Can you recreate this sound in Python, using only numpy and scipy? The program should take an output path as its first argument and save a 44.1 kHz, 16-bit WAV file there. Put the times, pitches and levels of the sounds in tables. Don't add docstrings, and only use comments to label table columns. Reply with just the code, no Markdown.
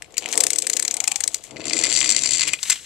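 import sys
import numpy as np
from scipy import signal
from scipy.fft import rfft, irfft, next_fast_len
from scipy.io import wavfile
from scipy.ndimage import uniform_filter1d

SR = 44100
rng = np.random.default_rng(int(sys.argv[2]) if len(sys.argv) > 2 else 0)


def int16_out(signal):
    q = np.round(np.clip(np.atleast_2d(signal).T, -1, 1) * 32767)
    wavfile.write(sys.argv[1], SR, q.astype(np.int16))


def amplitude_ratio(level_db):
    exponent = np.asarray(level_db, float) / 20
    return 10 ** exponent


N = 125685
RUN_START_S, RUN_END_S = 1.5, 2.56
SLIPS_PER_S, SLIP_DB = 350, 5


def clock():
    return np.arange(N) / SR


def evened(x):
    return x / np.sqrt(np.mean(x ** 2) + 1e-20)


def read(points, hz):
    f, value = np.transpose(points)
    return np.interp(np.log(hz + 1), np.log(f + 1), value)


def control(table, column):
    rows = np.array(table)
    return amplitude_ratio(np.interp(clock(), rows[:, 0], rows[:, column]))


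def stepped(s, values):
    latest = np.searchsorted(s * SR - 40, np.arange(N)) - 1
    return np.asarray(values)[np.maximum(latest, 0)]


def colour(x, points):
    log_gain = np.log(amplitude_ratio(read(points, abs(np.fft.fftfreq(2048, 1 / SR)))))
    taps = np.fft.ifft(np.exp(np.conj(signal.hilbert(log_gain)))).real[:1024]
    return signal.oaconvolve(x, taps / np.linalg.norm(taps))[:N]


def filtered(x, order, hz, kind="low"):
    return signal.sosfilt(signal.butter(order, hz, kind, fs=SR, output="sos"), x)


def resonate(x, hz, width_hz):
    turn = np.exp(2j * np.pi * np.cumsum(hz * np.ones(N)) / SR)
    r = np.exp(-np.pi * width_hz / SR)
    return 2 * (turn * signal.lfilter([1 - r], [1, -r], x / turn)).real


def body(x, modes):
    return sum((-1) ** k * amplitude_ratio(db) * resonate(x, hz, width) for k, (hz, width, db) in enumerate(modes))


def dying_tone(start_s, level_db, pitch_hz, t60_s):
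    since = np.maximum(clock() - start_s, 0)
    return amplitude_ratio(level_db - 60 * since / t60_s) * np.sin(2 * np.pi * pitch_hz * since)


def grit(per_s, spread_db):
    size = amplitude_ratio(spread_db * np.minimum(rng.exponential(1, N), 4))
    return evened(rng.standard_normal(N) * size * (rng.random(N) < per_s / SR))


def chatter(s, db, hold_s, rise_s):
    fade_s, tail_db, tail_s, evenness = 0.0019, -20, 0.021, 0.52
    out, t = np.zeros(N + 2000), np.arange(2000) / SR
    for at, gain, hold in zip(s, amplitude_ratio(db), hold_s * np.ones(len(s))):
        decay = np.exp(-np.maximum(t - hold, 0) / fade_s) + amplitude_ratio(tail_db) * np.exp(-t / tail_s)
        shape = np.minimum(t / rise_s, 1) ** 2 * decay
        impacts, lumps = rng.standard_normal((2, 2000))
        clumps = abs(uniform_filter1d(lumps, size=24)) * 6 + evenness
        burst = shape * clumps * impacts
        burst *= np.linalg.norm(shape) / np.linalg.norm(burst)
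        out[round(at * SR):][:2000] += 0.32 * gain * burst
    return out[:N]


def running():
    t = clock()
    return uniform_filter1d(1. * ((t > RUN_START_S) & (t < RUN_END_S)), size=3000)


# pitch_hz, level_db
AIR_SPECTRUM = [(12, -36), (20, -6), (108, -0.5), (818, -19), (2930, -16), (12400, -28), (15000, -59)]


def air():
    hz = np.fft.rfftfreq(N, 1 / SR)
    hiss = irfft(rfft(rng.standard_normal((2, N))) * amplitude_ratio(read(AIR_SPECTRUM, hz)), N)
    return amplitude_ratio(-58.5 + np.array([[4], [1]])) * evened(hiss)


def room(x, t60_s):
    t = np.arange(round(.4 * SR)) / SR
    signs = rng.choice([-1., 1.], (2, len(t)))
    taps = signs * (rng.random((2, len(t))) < .2) * amplitude_ratio(-60 * t / t60_s)
    taps /= np.linalg.norm(taps, axis=1, keepdims=True)
    return signal.fftconvolve(x[None], taps, axes=1)[:, :N]


# pitch_hz, likeness (0 to 1)
PORT_LIKENESS = [(100, .7), (400, .95), (10000, .62)]
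# pitch_hz, level_db
PORT_SHADE = [(60, 6), (300, 11), (2800, 10.5), (5500, 13.5), (10000, 22)]
# start_s, level_db
PASSING_BY = [(2.5, 0), (2.68, 6.5)]


def ports(x):
    lead_s = 2.3e-5
    size = next_fast_len(N + 4096)
    hz = np.fft.rfftfreq(size, 1 / SR)
    same = np.clip(read(PORT_LIKENESS, hz), 0, 1)
    scatter = rfft(room(np.ones(1), .04)[0], size)
    path = same * np.exp(2j * np.pi * hz * lead_s) + np.sqrt(1 - same ** 2) * scatter
    right = irfft(rfft(x, size) * path * amplitude_ratio(-read(PORT_SHADE, hz)), size)[:N]
    return np.array([x, control(PASSING_BY, 1) * right])


# start_s, level_db
HISS_LEVEL = [(.08, -86), (.2, -60.5), (.33, -41), (.6, -44), (1.3, -52), (1.36, -43), (1.41, -60.5),
              (1.465, -43.5), (1.53, -64), (1.75, -36), (2.44, -35.5), (2.58, -44), (2.69, -27),
              (2.745, -32.5), (2.8, -42.5)]


def hiss_gain():
    return control(HISS_LEVEL, 1)


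# start_s, pitch_hz
GROAN_PITCH = [(.3, 690), (.95, 704), (1.2, 820), (1.3, 660)]


def groan_hz():
    return np.interp(clock(), *np.transpose(GROAN_PITCH))


# start_s, level_db, upper_modes_db
ROLLING = [(0, -56, -0.5), (.19, -48.5, -8), (.25, -41, 1), (.37, -34.5, -2.5), (.62, -43.5, -9),
           (.85, -40.5, -8), (1.1, -57.5, 12), (1.3, -47.5, -1), (1.42, -59.5, -0.5), (1.5, -51.5, -1.5),
           (1.55, -43, -3), (1.83, -37, -1.5), (1.93, -44, 0.5), (2.53, -50, -1.5), (2.62, -66.5, -5)]
# pitch_hz, width_hz, level_db
WOOD_MODES = [(230, 11.5, 1.5), (311, 31, 5), (445, 27, 2), (517.6, 21, 1.5), (842, 6.4, -1),
              (1340, 1210, -7.5)]
# start_s, level_db, pitch_hz
WHEEL_DROPS = [
    (1.536, -38, 480),
    (1.561, -18.5, 480),
    (1.597, -15.5, 483),
    (2.698, -25, 286),
]


def wheels():
    push = uniform_filter1d(grit(700, 2), size=24) + 0.038 * rng.standard_normal(N)
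    damping = amplitude_ratio(-9 * (1 - running()))
    low = damping * body(push, WOOD_MODES[:2]) + body(push, WOOD_MODES[2:4])
    high = body(push, WOOD_MODES[4:]) + amplitude_ratio(3) * resonate(push, groan_hz(), 85)
    drum = control(ROLLING, 1) * amplitude_ratio(3.0) * (low + control(ROLLING, 2) * high) / np.std(low)
    for start_s, level_db, pitch_hz in WHEEL_DROPS:
        drum = drum + dying_tone(start_s, level_db, pitch_hz, 0.0066)

    bounce = resonate(resonate(rng.standard_normal(N), 110, 98), 110, 88)
    bounce = amplitude_ratio(-49.5) * running() * evened(bounce)

    slip_density = uniform_filter1d(abs(grit(SLIPS_PER_S, SLIP_DB)), size=300)
    rustle = resonate(resonate(slip_density * rng.standard_normal(N), 2900, 2700), 3030, 2200)
    rustle = amplitude_ratio(-16.5) * hiss_gain() ** 0.64 * evened(rustle)
    return filtered(drum + rustle, 2, 170, "high") + bounce


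# pitch_hz, level_db
PAWL_SPECTRUM = [(300, -43), (900, -19.5), (2200, -12.5), (4100, -8), (6000, -7), (7900, -1.5),
                 (10500, -16.5), (14000, -20.5), (15400, -42)]


def hard_plastic(x):
    return colour(x, PAWL_SPECTRUM)


# pitch_hz, width_hz, level_db
SHELL_MODES = [(2050, 102, 4), (2463, 210, 7), (4633, 200, 6.5), (5140, 73, -4.5), (6180, 910, -2),
               (6750, 310, 8.5), (7370, 640, 11)]
# start_s, level_db, chatter_s, hollow_ring_db
FINAL_BUMPS = [
    (2.473, -13, 0.014, 10),
    (2.489, -16, 0.0035, 14.5),
    (2.533, -8, 0.0027, 13),
    (2.536, -9.5, 0.0014, 14.5),
    (2.628, -10.5, 0.0076, -12),
    (2.697, -2, 0.0095, -3),
    (2.714, -13, 0.017, 6.5),
]


def bumps():
    s, db, hold_s, hollow_db = np.transpose(FINAL_BUMPS)
    hits = chatter(s, db, hold_s, 0.0014)
    wide, thud = hard_plastic(hits), amplitude_ratio(-20.5) * hits
    hollow = resonate(thud * amplitude_ratio(stepped(s, hollow_db)), 2870, 1800)
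    hollow = amplitude_ratio(13) * (hollow + amplitude_ratio(8.5) * body(hollow, SHELL_MODES[:2]))
    wood = amplitude_ratio(-14) * resonate(body(thud, WOOD_MODES[:2]), 190, 167)
    return wide + amplitude_ratio(-7.0) * body(wide, SHELL_MODES) + wood + hollow


# start_s, level_db, lower_shell_db
GEAR_KNOCKS = [(1.5084, -25, -3), (1.5594, -34.5, 2), (1.566, -26, 3.5), (1.5803, -34, -5),
               (1.596, -29, -4), (1.6044, -28, 5), (1.6142, -25, 0), (1.6405, -23, 1),
               (1.6542, -11, -6), (1.668, -12, -5.5), (1.6807, -12, -13), (1.6967, -9.5, -11),
               (1.707, -16, 1), (1.7225, -23.5, -2.5), (1.7322, -1, -9), (1.7664, -8, -8.5),
               (1.7783, -10.5, -13), (1.789, -6.5, -37), (1.7984, -12, -6), (1.8115, -9, -9),
               (1.8236, -12.5, -2), (1.8365, -1, -6.5), (1.845, -8, -1), (1.8512, -6, -4.5),
               (1.8613, -10.5, -4), (1.8676, -6.5, -5.5), (1.8898, -15, -5),
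               (1.8986, -7.5, -8), (1.9074, -11, -8), (1.9164, -7, -6), (1.925, -4.5, -15), (1.933, -9, -9),
               (1.9388, -5, -12), (1.9502, -5.5, -8), (1.959, -5, -22), (1.9636, -4.5, -11),
               (1.9725, -3, -9), (1.9795, -7, -11), (1.988, -4.5, -13), (2.0039, -4, -18), (2.013, -8, 0),
               (2.0184, -8, -12), (2.027, -7, -4.5), (2.0424, -5, -6), (2.0493, -8.5, -12),
               (2.0585, -5, -8), (2.069, -10, -13), (2.0751, -10, -7), (2.0838, -21, -0.5),
               (2.0913, -0.5, -16), (2.102, -1.5, -13), (2.1114, -5, -7), (2.121, -4, -15),
               (2.1317, -12.5, -7.5),
               (2.1468, -8.5, -7.5), (2.1634, -0.5, -21), (2.1729, -12, -12), (2.1797, -11, -6),
                   (2.1905, -7.5, -12), (2.2108, -9.5, -10.5), (2.2201, -11, -12), (2.2347, -4.5, -10),
                   (2.2434, -13.5, -5.5), (2.257, -39, 4), (2.2582, -3.5, -11), (2.2721, -7, -14.5),
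                   (2.289, -7, -11.5), (2.3075, -5.5, -14), (2.3182, -5, -14), (2.333, -4, -20),
                   (2.3408, -11.5, -15), (2.3472, -7, -16), (2.357, -11.5, -15), (2.3697, -10, -19),
                   (2.3812, -10, -15), (2.3946, -5, -9), (2.4082, -3.5, -7), (2.4157, -6, -3.5),
                   (2.4283, -10, -3), (2.4336, -4.5, -6), (2.452, -19, -4.5)]
# pitch_hz, level_db
GEAR_SPECTRUM = [(530, -64), (900, -22.5), (2120, -12.5), (6000, -7), (8500, -10), (11000, -21.5),
                 (13500, -49)]


def gears():
    s, db, low_db = np.array(GEAR_KNOCKS).T
    knocks = chatter(s, db - 4, 0.00083, 0.00051)
    whir = hiss_gain() * running() * grit(3000, 2.5)
    x = colour(knocks + whir, GEAR_SPECTRUM)
    low_gain = amplitude_ratio(11.5 + uniform_filter1d(stepped(s, low_db), size=40))
    x = x + (low_gain - 1) * filtered(x, 2, 3500)
    return 0.8 * x + amplitude_ratio(6.5) * body(x, SHELL_MODES)


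# start_s, level_db, pitch_hz, lower_body_db
PAWL_TOUCHES = [(0.0205, -19.5, 8470, -7.5), (0.0434, -41, 7150, 0), (0.1054, -43, 7370, 1),
                (0.1216, -33.5, 6930, -10), (0.1406, -34.5, 6920, -0.5), (0.1684, -18, 7370, -5.5),
                (0.179, -2.5, 6920, -15), (0.2224, -28.5, 7540, 1), (0.2577, -16.5, 7400, -2.5),
                (0.2867, -17, 5600, -9), (0.3142, -19, 7140, -18), (0.3254, -2.5, 5930, -16),
                (0.3344, -19, 7760, 0.5), (0.3408, -15.5, 7440, -6.5), (0.3532, -13, 7650, -16)]
# start_s, level_db, pitch_hz, lower_body_db
RATCHET_SNAPS = [(0.3751, 1.5, 8940, -17.5), (0.4031, -0.5, 7540, -19), (0.4349, -3, 8900, -17.5),
                 (0.4658, -2.5, 9300, -18.5), (0.5024, -4.5, 8300, -18), (0.5312, -6, 8140, -18.5),
                 (0.558, -9, 8000, -14), (0.5841, -5.5, 8130, -23), (0.6193, -12.5, 7800, -20),
                 (0.6673, -9, 8400, -15.5), (0.6976, -4.5, 9400, -19), (0.731, -10, 7000, -20),
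                 (0.7657, -8.5, 6900, -14), (0.7942, -7.5, 7060, -14.5), (0.8234, -10.5, 8200, -13),
                 (0.849, -11.5, 6800, -13.5), (0.8773, -8, 6700, -14), (0.9096, -8, 6640, -16),
                 (0.9395, -13.5, 7800, -13.5), (0.9664, -13.5, 8700, -14.5), (1.0013, -8.5, 7000, -11.5),
                 (1.0386, -9.5, 7000, -12.5), (1.0746, -4.5, 6900, -11.5), (1.114, -10, 7430, -10),
                 (1.157, -7, 7230, -16), (1.2035, -9, 8200, -14.5), (1.2361, -6.5, 6550, -18),
                 (1.2756, -6.5, 8100, -20), (1.3429, -6.5, 7500, -24.5), (1.4373, -25, 7740, -15.5)]
# pitch_hz, width_hz, level_db
LOW_BODY_MODES = [(2190, 375, 11), (3040, 400, -33), (5530, 140, -10)]


def ratchet():
    t = clock()
    s, db, ring_hz, low_db = np.vstack([PAWL_TOUCHES, RATCHET_SNAPS]).T
    hold_s = np.repeat([0.0016, 0.0037], [len(PAWL_TOUCHES), len(RATCHET_SNAPS)])
    hold_s = hold_s * (1 + 0.56 * rng.uniform(-1, 1, len(s)))
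    snaps = chatter(s, db + 1.5, hold_s, 0.0014)

    slip_burst = rng.standard_normal(100) * np.hanning(100)
    slips = evened(signal.oaconvolve(grit(SLIPS_PER_S, 1.2), slip_burst)[:N])
    rub = rng.standard_normal(N) + amplitude_ratio(SLIP_DB) * slips * (t < RUN_START_S)
    hiss = hiss_gain() * (1 - running()) * rub

    x = hard_plastic(snaps + hiss)
    low = filtered(x, 2, 5470)
    ring = amplitude_ratio(6.5) * resonate(hard_plastic(snaps), stepped(s, ring_hz), 600)
    shift = 1 + .5 * 0.18 * stepped(s, rng.uniform(-1, 1, len(s)))
    shifted = [(hz * shift, width, level) for hz, width, level in LOW_BODY_MODES]
    low_gain = amplitude_ratio(9 + uniform_filter1d(stepped(s, low_db), size=40))
    lower_body = low_gain * (low + body(x, shifted))

    bell = dying_tone(.181, -13.5, 4730, 0.039) + dying_tone(1.345, -39, 4730, 0.21)
    press = amplitude_ratio(4) * np.exp(-((t - 1.1) / 0.13) ** 2)
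    pressed_wood = press * resonate(abs(snaps), groan_hz(), 51)
    return x - low + ring + lower_body + bell + pressed_wood


def scene():
    car = ratchet() + gears() + bumps()
    echo = amplitude_ratio(-21.5 + np.array([[0], [-23]])) * room(car, 0.32)
    return ports(car + wheels()) + echo + air()


def low_pass(x):
    return signal.sosfilt(signal.butter(12, 15550, fs=SR, output="sos"), x)


def record(dry):
    clipped = np.clip(dry, -.9, .9)
    mix = filtered(clipped, 6, 14800)
    return low_pass(mix)


dry = scene()
out = record(dry)
int16_out(out)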